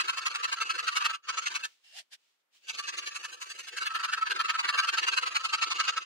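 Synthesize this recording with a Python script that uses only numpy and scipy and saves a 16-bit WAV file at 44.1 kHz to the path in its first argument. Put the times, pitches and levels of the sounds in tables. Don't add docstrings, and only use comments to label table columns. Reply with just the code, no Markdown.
import sys
import numpy as np
from scipy import signal
from scipy.fft import rfft, irfft
from scipy.io import wavfile
from scipy.ndimage import uniform_filter1d

SR = 44100
rng = np.random.default_rng(int(sys.argv[2]) if len(sys.argv) > 2 else 0)


def digitize_waveform(pressure):
    field = np.atleast_2d(pressure).T
    bounded = np.clip(field, -1, 1)
    quanta = np.round(bounded * 32767).astype(np.int16)
    wavfile.write(sys.argv[1], SR, quanta)


N = 266805
TIME = np.arange(N) / SR
STROKE_SAMPLES = 8192
STROKE_HZ = np.arange(STROKE_SAMPLES // 2 + 1) * SR / STROKE_SAMPLES + 1e-3

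# first_push_s, last_push_s, push_count
FILING_RUNS = [(.008, 1.147, 14), (1.297, 1.649, 5), (2.699, 2.988, 4), (3.077, 3.686, 8), (3.78, 4.406, 8),
               (4.502, 5.182, 8), (5.276, 5.632, 5), (5.719, 6.064, 5)]
# time_s, push_db, draw_db
ARM_EFFORT = [(0, -23.5, -35.5), (.6, -24.5, -34.5), (.94, -23, -34.5), (1.08, -21.5, -29),
              (1.15, -32.5, -30.5), (1.3, -26.8, -36.5), (1.52, -26, -36.5), (1.649, -30, -45),
              (2.7, -32, -40.5), (2.94, -30.7, -37), (3.25, -34, -45), (3.7, -39, -46),
              (3.81, -27.5, -33.5), (4.35, -22.5, -29), (4.85, -23.5, -26), (5.22, -21, -26),
              (5.32, -22, -36), (5.971, -22, -30.5), (6.04, -56, -42.5)]
# time_s, extra_level_db, extra_knock_db
STROKE_ACCENTS = [(.18, -5, 0), (.36, -4.5, -1.5), (.533, -1.5, 5.5), (.757, 1.5, 6.5), (.8, -4, 1.5),
                  (.885, 0, -4.5), (1.02, 4.5, -4), (2.7, 0.5, -9), (3.34, -5.5, 5), (3.39, -7, 0),
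                  (3.83, 5, 1.5), (4.23, 2, -2), (4.6, -1.5, -2), (4.32, -1.5, 13.5), (4.37, -2, 8),
                  (4.79, 4, -2), (4.985, 0, 0.5), (5.275, -5, 1), (5.455, -3, -5), (5.72, -3.5, -1.5),
                  (5.805, 0.5, 0.5), (5.935, -5.5, -1)]
# time_s, sizzle_db, dust_hiss_db, ring_db, ring_hz
TOOTH_BITE = [(0, -1, 2.5, 3, 1300), (.45, 1, 0.9, 2, 1325), (1.1, -1.2, 2, 2.5, 1350),
              (1.3, 4, -2, 1, 1330), (1.65, 2, 4, 1.5, 1516), (2.719, 4, 2.5, -7.5, 1640),
              (2.95, 1.5, 1.5, -0.5, 1630), (3.35, 6, 7, -2, 1590), (3.68, 2.7, 5.5, -2.5, 1740),
              (3.87, -2, 3.5, 4.5, 1310), (4.2, -2, 1, 6.5, 1330), (4.7, -4, 0, 4, 1386),
              (5.05, -1, -0.3, 0.5, 1520), (5.25, -3, 0.5, 1.5, 1250), (5.68, -0.5, -3, -2.5, 1210),
              (6.0, 0.5, -2, 1.5, 1380)]
# frequency_hz, level_db
RASP_COLOUR = [(50, -38.5), (130, -27.5), (250, -28.5), (400, -24), (640, -17), (1000, -3.5), (1900, -11.5),
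               (3200, -1), (4400, 0), (5500, -8.5), (7000, -9), (9500, -15.5), (12000, -25), (15000, -35)]
# pitch_hz, width_hz, peak_db
WORK_MODES = [(361.5, 46, 18.5), (494.5, 25, 12.5), (934, 22, 6.5), (1054, 21, 5), (1187, 25, 5),
              (1316.4, 37.5, 17.5), (1581, 63, 11), (1756, 43, 6.5), (1866, 230, 9), (2080, 58, 5),
              (2224, 49, 9.5), (2395, 173, 4.5), (2625, 80, 16), (2859, 54, 12), (3152, 41, 6),
              (3580, 24, 1), (4102, 130, 3.5), (4258, 40, 6.5), (4580, 180, 5.5), (5000, 400, 4),
              (5880, 91, 6.5), (6300, 78, 11), (6630, 54, 12), (7314, 75, 5)]
# frequency_hz, scatter_rad
STEREO_SCATTER = [(140, 1.12), (280, 2.59), (2000, 4.12), (10000, 4.15)]
# time_s, ring_db
BLADE_SUSTAIN = [(.2, -20), (.4, -1), (.6, -46), (.95, -5.5), (1.42, -12), (1.64, -31), (2.67, -31),
                 (2.8, -1.5), (3.1, -13.5), (3.45, -3), (3.7, -32), (3.97, -4), (4.25, -25), (4.48, -8),
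                 (4.8, -5.5), (5.15, -33), (5.62, -5.5), (6, -15)]
# peak_s, half_width_s, level_db
BRUSH_SWEEPS = [(1.985, 0.027, -48), (2.137, 0.017, -47.5)]
# frequency_hz, level_db
BRISTLE_COLOUR = [(120, -77), (200, -45), (345, -37), (783, -14), (1210, -23), (1680, -5), (2210, -9),
                  (3070, -3), (3890, -6), (4410, -4.5), (6830, -13), (8820, -15), (15500, -33)]
# time_s, pitch_hz, level_db
HOLLOW_NOTE = [(1.9, 560, -100), (1.94, 625, -70), (1.965, 788, -55.5), (1.985, 772, -68),
               (2.005, 690, -67), (2.03, 600, -83)]
# time_s, level_db
GRAZE_SWELL = [(1.82, -95), (1.845, -67.5), (1.91, -65.5), (1.96, -60.5), (1.995, -53), (2.03, -86),
               (2.07, -103)]
# pitch_hz, level_db
STEEL_MODES = [(1750, -12), (2760, 0.5), (3040, -5), (5235, -3.5)]
# peak_s, level_db
BENCH_BUMPS = [(.77, -80), (.848, -73), (1.3, -79), (2.765, -74), (3.92, -76), (4.1, -71), (4.15, -73),
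               (4.68, -83), (4.842, -76), (4.94, -78), (5.63, -70), (5.987, -84)]
# frequency_hz, level_db
BENCH_COLOUR = [(20, -24.5), (55, -16), (85, -4), (140, 5.5), (220, -3.5), (400, -30.0), (1000, -81.0)]
# peak_s, half_width_s,
# level_db
CLOTH_MOVES = [(1.68, 0.079, -63), (1.92, 0.12, -69.5), (2.26, 0.11, -74), (2.41, .018, -85.5),
               (2.56, 0.03, -63), (2.645, 0.044, -67)]
# frequency_hz, level_db
CLOTH_COLOUR = [(47, -58), (80, -23.5), (152, -19), (197, -25), (230, -16.5), (436, -17), (1030, -14.5),
                (2970, 2), (7490, -7), (13000, -24), (15500, -12)]
# frequency_hz, level_db
AIR_COLOUR = [(25, -19), (100, -22.5), (300, -6), (800, -4), (1400, -3), (2100, -5), (6400, -15.5),
              (15500, -17.5)]

PUSH_SPREAD_S, DRAW_SPREAD_S = 0.0071, 0.008
USUAL_DB, SHORTENING_PER_DB = -29, 0.0122
UNEVEN_DB, UNEVEN_PITCH = 0.1, .012
DRAW_RING_DB, DRAW_RING_HZ, DRAW_DUST_DB = 1.5, 45.3, -1.8
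PUSH_KNOCK_DB, DRAW_KNOCK_DB, KNOCK_PER_DB = -3.5, 2, 0.35


def filing(strokes, ring_delay_s=.0006, ring_lag=.3, gain_db=-0.45):
    modes = np.prod([resonance(*mode) for mode in WORK_MODES], axis=0)
    work = from_db(at_hz(RASP_COLOUR, STROKE_HZ)) * modes
    out = np.zeros((2, N))
    for time_s, spread_s, level_db, *contact in strokes:
        body = work * contact_colour(time_s, *contact)
        tight_phase = ring_lag * np.unwrap(np.angle(body))
        body = np.abs(body) * np.exp(1j * tight_phase)
        stroke = widen(ripple_colour(teeth(spread_s)) * body)
        duty = np.sqrt(2 * np.pi) * spread_s * SR / STROKE_SAMPLES
        start = round((time_s - ring_delay_s) * SR) - STROKE_SAMPLES // 4
        add(out, from_db(level_db + gain_db) * np.sqrt(duty) * rms_one(stroke), start)
    return out


def to_and_fro(draw_lead_cycles=.475, rest_s=.125, set_down_db=-16):
    strokes, previous_s = [], 0
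    for first_s, last_s, count in FILING_RUNS:
        pushes, cycle_s = np.linspace(first_s, last_s, round(count), retstep=True)
        for push_s in pushes:
            rested = push_s - previous_s > rest_s
            strokes.append(stroke_at(push_s - draw_lead_cycles * cycle_s, True, rested * set_down_db))
            strokes.append(stroke_at(push_s, False))
            previous_s = push_s
    return strokes


def stroke_at(time_s, is_draw, lighter_db=0, accent_reach_s=.02):
    times, push_db, draw_db = np.transpose(ARM_EFFORT)
    effort_db = np.interp(time_s, times, draw_db if is_draw else push_db)
    accents = (extra for at_s, *extra in STROKE_ACCENTS if abs(at_s - time_s) < accent_reach_s)
    accent_db, bump_db = next(accents, (0, 0))
    level_db = effort_db + accent_db + UNEVEN_DB * rng.standard_normal()
    harder_db = level_db - USUAL_DB
    spread_s = (DRAW_SPREAD_S if is_draw else PUSH_SPREAD_S) * np.exp(-SHORTENING_PER_DB * harder_db)
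    times, _, _, ring_levels, ring_pitches = np.transpose(TOOTH_BITE)
    ring_db = np.interp(time_s, times, ring_levels) + is_draw * DRAW_RING_DB
    ring_hz = np.interp(time_s, times, ring_pitches) + is_draw * DRAW_RING_HZ
    ring_hz *= np.exp(UNEVEN_PITCH * rng.standard_normal())
    knock_db = (DRAW_KNOCK_DB if is_draw else PUSH_KNOCK_DB) - KNOCK_PER_DB * harder_db + bump_db
    return time_s, spread_s, level_db + lighter_db, ring_db, ring_hz, knock_db, is_draw * DRAW_DUST_DB


def teeth(spread_s, catches_per_s=4500, size_db=4.0, friction=0.83, stretch=0.94, shape=1.85,
          drag=.06, drag_s=.028):
    t = (np.arange(STROKE_SAMPLES) - STROKE_SAMPLES // 4) / SR
    speed = np.exp(-np.abs(t / (2 * stretch * spread_s)) ** shape)
    speed += drag * np.exp(-(t / drag_s) ** 2)
    caught = rng.random(len(t)) < catches_per_s * speed / SR
    sizes = from_db(size_db * np.minimum(rng.exponential(1, len(t)), 4))
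    clicks = caught * sizes * rng.choice([-1, 1], len(t))
    tearing = rms_one(clicks * np.sqrt(speed))
    rubbing = rms_one(rng.standard_normal(len(t)) * speed)
    return tearing + friction * rubbing


def ripple_colour(force, even_hz=380, ripple_db=3.0, ripple_hz=110):
    spectrum = rfft(force)
    even_bins = round(even_hz * STROKE_SAMPLES / SR)
    broad_power = uniform_filter1d(np.abs(spectrum) ** 2, even_bins, mode="reflect")
    return spectrum / np.sqrt(broad_power + 1e-9) * from_db(ripple_db * wander(STROKE_HZ / ripple_hz))


def contact_colour(time_s, ring_db, ring_hz, knock_db, more_dust_db, dust_tilt=1.4):
    times, sizzle, dust, _, _ = np.transpose(TOOTH_BITE)
    sizzle_db = np.interp(time_s, times, sizzle)
    dust_db = np.interp(time_s, times, dust) + more_dust_db
    low = [(550, knock_db), (800, 0.0074), (1150, ring_db), (1800, ring_db), (2300, 0.0076)]
    high = [(4900, 0), (5800, sizzle_db), (7000, sizzle_db),
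            (9000, dust_db), (13000, dust_db * dust_tilt)]
    return from_db(at_hz(low + high, STROKE_HZ)) * resonance(ring_hz, width_hz=250, peak_db=8)


def widen(spectrum, patch_hz=420):
    phase = np.pi + at_hz(STEREO_SCATTER, STROKE_HZ) * wander(STROKE_HZ / patch_hz)
    return irfft(spectrum * np.exp(.5j * phase * np.array([[1], [-1]])), STROKE_SAMPLES)


def blade(strokes, pitch_hz=1170, fade_s=0.016, slip_rad=0.9, slips_per_s=22, gain_db=-0.5):
    drive = np.zeros(N)
    for time_s, spread_s, level_db, *_ in strokes:
        first = max(round((time_s - spread_s) * SR), 0)
        last = max(round((time_s + spread_s) * SR), 0)
        drive[first:last] = from_db(level_db)
    decay = np.exp(-1 / (fade_s * SR))
    envelope = signal.lfilter([1 - decay], [1, -decay], drive + 1e-9)
    slips = np.array([wander(TIME * slips_per_s), wander(TIME * slips_per_s)])
    phase = 2 * np.pi * pitch_hz * TIME + slip_rad * slips + np.array([[0], [np.pi / 2]])
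    freedom = from_db(np.interp(TIME, *np.transpose(BLADE_SUSTAIN)) + gain_db)
    return freedom * envelope * rms_one(np.sin(phase))


def brush(width_hz=35, flick_db=1.0, flicks_per_s=400, graze_hiss_db=4.0):
    graze = level_curve(GRAZE_SWELL)
    sweep = swells(BRUSH_SWEEPS) + from_db(graze_hiss_db) * graze
    hiss = sweep * coloured_noise(BRISTLE_COLOUR) * from_db(flick_db * wander(TIME * flicks_per_s))
    times, note_hz, _ = np.transpose(HOLLOW_NOTE)
    note = level_curve(HOLLOW_NOTE) * friction_tone(np.interp(TIME, times, note_hz), width_hz)
    steel = graze * sum(from_db(db) * friction_tone(hz, width_hz) for hz, db in STEEL_MODES)
    return hiss + note + steel


def friction_tone(pitch_hz, width_hz):
    carrier = np.exp(2j * np.pi * np.cumsum(pitch_hz * np.ones(N)) / SR)
    blur = signal.sosfilt(signal.butter(2, width_hz, fs=SR, output="sos"), rng.standard_normal((2, 2, N)))
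    return rms_one(((blur[0] + 1j * blur[1]) * carrier).real)


def bench(half_width_s=0.032, gain_db=-2):
    bumps = swells([(peak_s, half_width_s, db + gain_db) for peak_s, db in BENCH_BUMPS])
    return bumps * coloured_noise(BENCH_COLOUR)


def clothes():
    return swells(CLOTH_MOVES) * coloured_noise(CLOTH_COLOUR)


def workshop(sound, t60_s=0.15, wet_db=-24, wall_cut_hz=7000):
    t = TIME[:SR // 2]
    walls = signal.butter(1, wall_cut_hz, fs=SR, output="sos")
    tail = signal.sosfilt(walls, rng.standard_normal((2, len(t))))
    tail = rms_one(tail * np.exp(-np.log(1000) * t / t60_s)) / np.sqrt(len(t))
    return sound + from_db(wet_db) * signal.fftconvolve(sound, tail, axes=1)[:, :N]


def room_tone(level_db=-82.5):
    return from_db(level_db) * coloured_noise(AIR_COLOUR)


def from_db(db):
    return 10 ** (np.asarray(db) / 20)


def rms_one(x):
    return x / np.sqrt(np.mean(x ** 2) + 1e-20)


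def at_hz(points, hz):
    knots, values = np.transpose(points)
    return np.interp(np.log(hz + 1e-9), np.log(knots), values)


def level_curve(rows):
    times, *_, levels_db = np.transpose(rows)
    return from_db(np.interp(TIME, times, levels_db)) * (TIME > times[0]) * (TIME < times[-1])


def swells(rows):
    return sum(from_db(db) * np.exp(-((TIME - peak_s) / half_width_s) ** 2)
               for peak_s, half_width_s, db in rows)


def resonance(pitch_hz, width_hz, peak_db):
    detuning = (STROKE_HZ / pitch_hz - pitch_hz / STROKE_HZ) * pitch_hz / width_hz
    return 1 + (from_db(peak_db) - 1) / (1 + 1j * detuning)


def coloured_noise(colour):
    white = rfft(rng.standard_normal((2, N)))
    bin_hz = np.arange(N // 2 + 1) * SR / N
    return rms_one(irfft(white * from_db(at_hz(colour, bin_hz)), N))


def wander(position):
    knots = rng.standard_normal(1024)
    return np.interp(position, np.arange(len(knots)), knots)


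def add(out, sound, start):
    first, last = max(start, 0), min(start + sound.shape[1], N)
    out[:, first:last] += sound[:, first - start:last - start]


def scene(right_db=0.22):
    strokes = to_and_fro()
    close = workshop(filing(strokes)) + blade(strokes) + brush() + bench() + clothes()
    return close * from_db([[-right_db], [right_db]]) + room_tone()


def record(dry, cutoff_hz=15600):
    return signal.sosfilt(signal.ellip(10, .1, 80, cutoff_hz, fs=SR, output="sos"), dry)


dry = scene()
out = record(dry)
digitize_waveform(out)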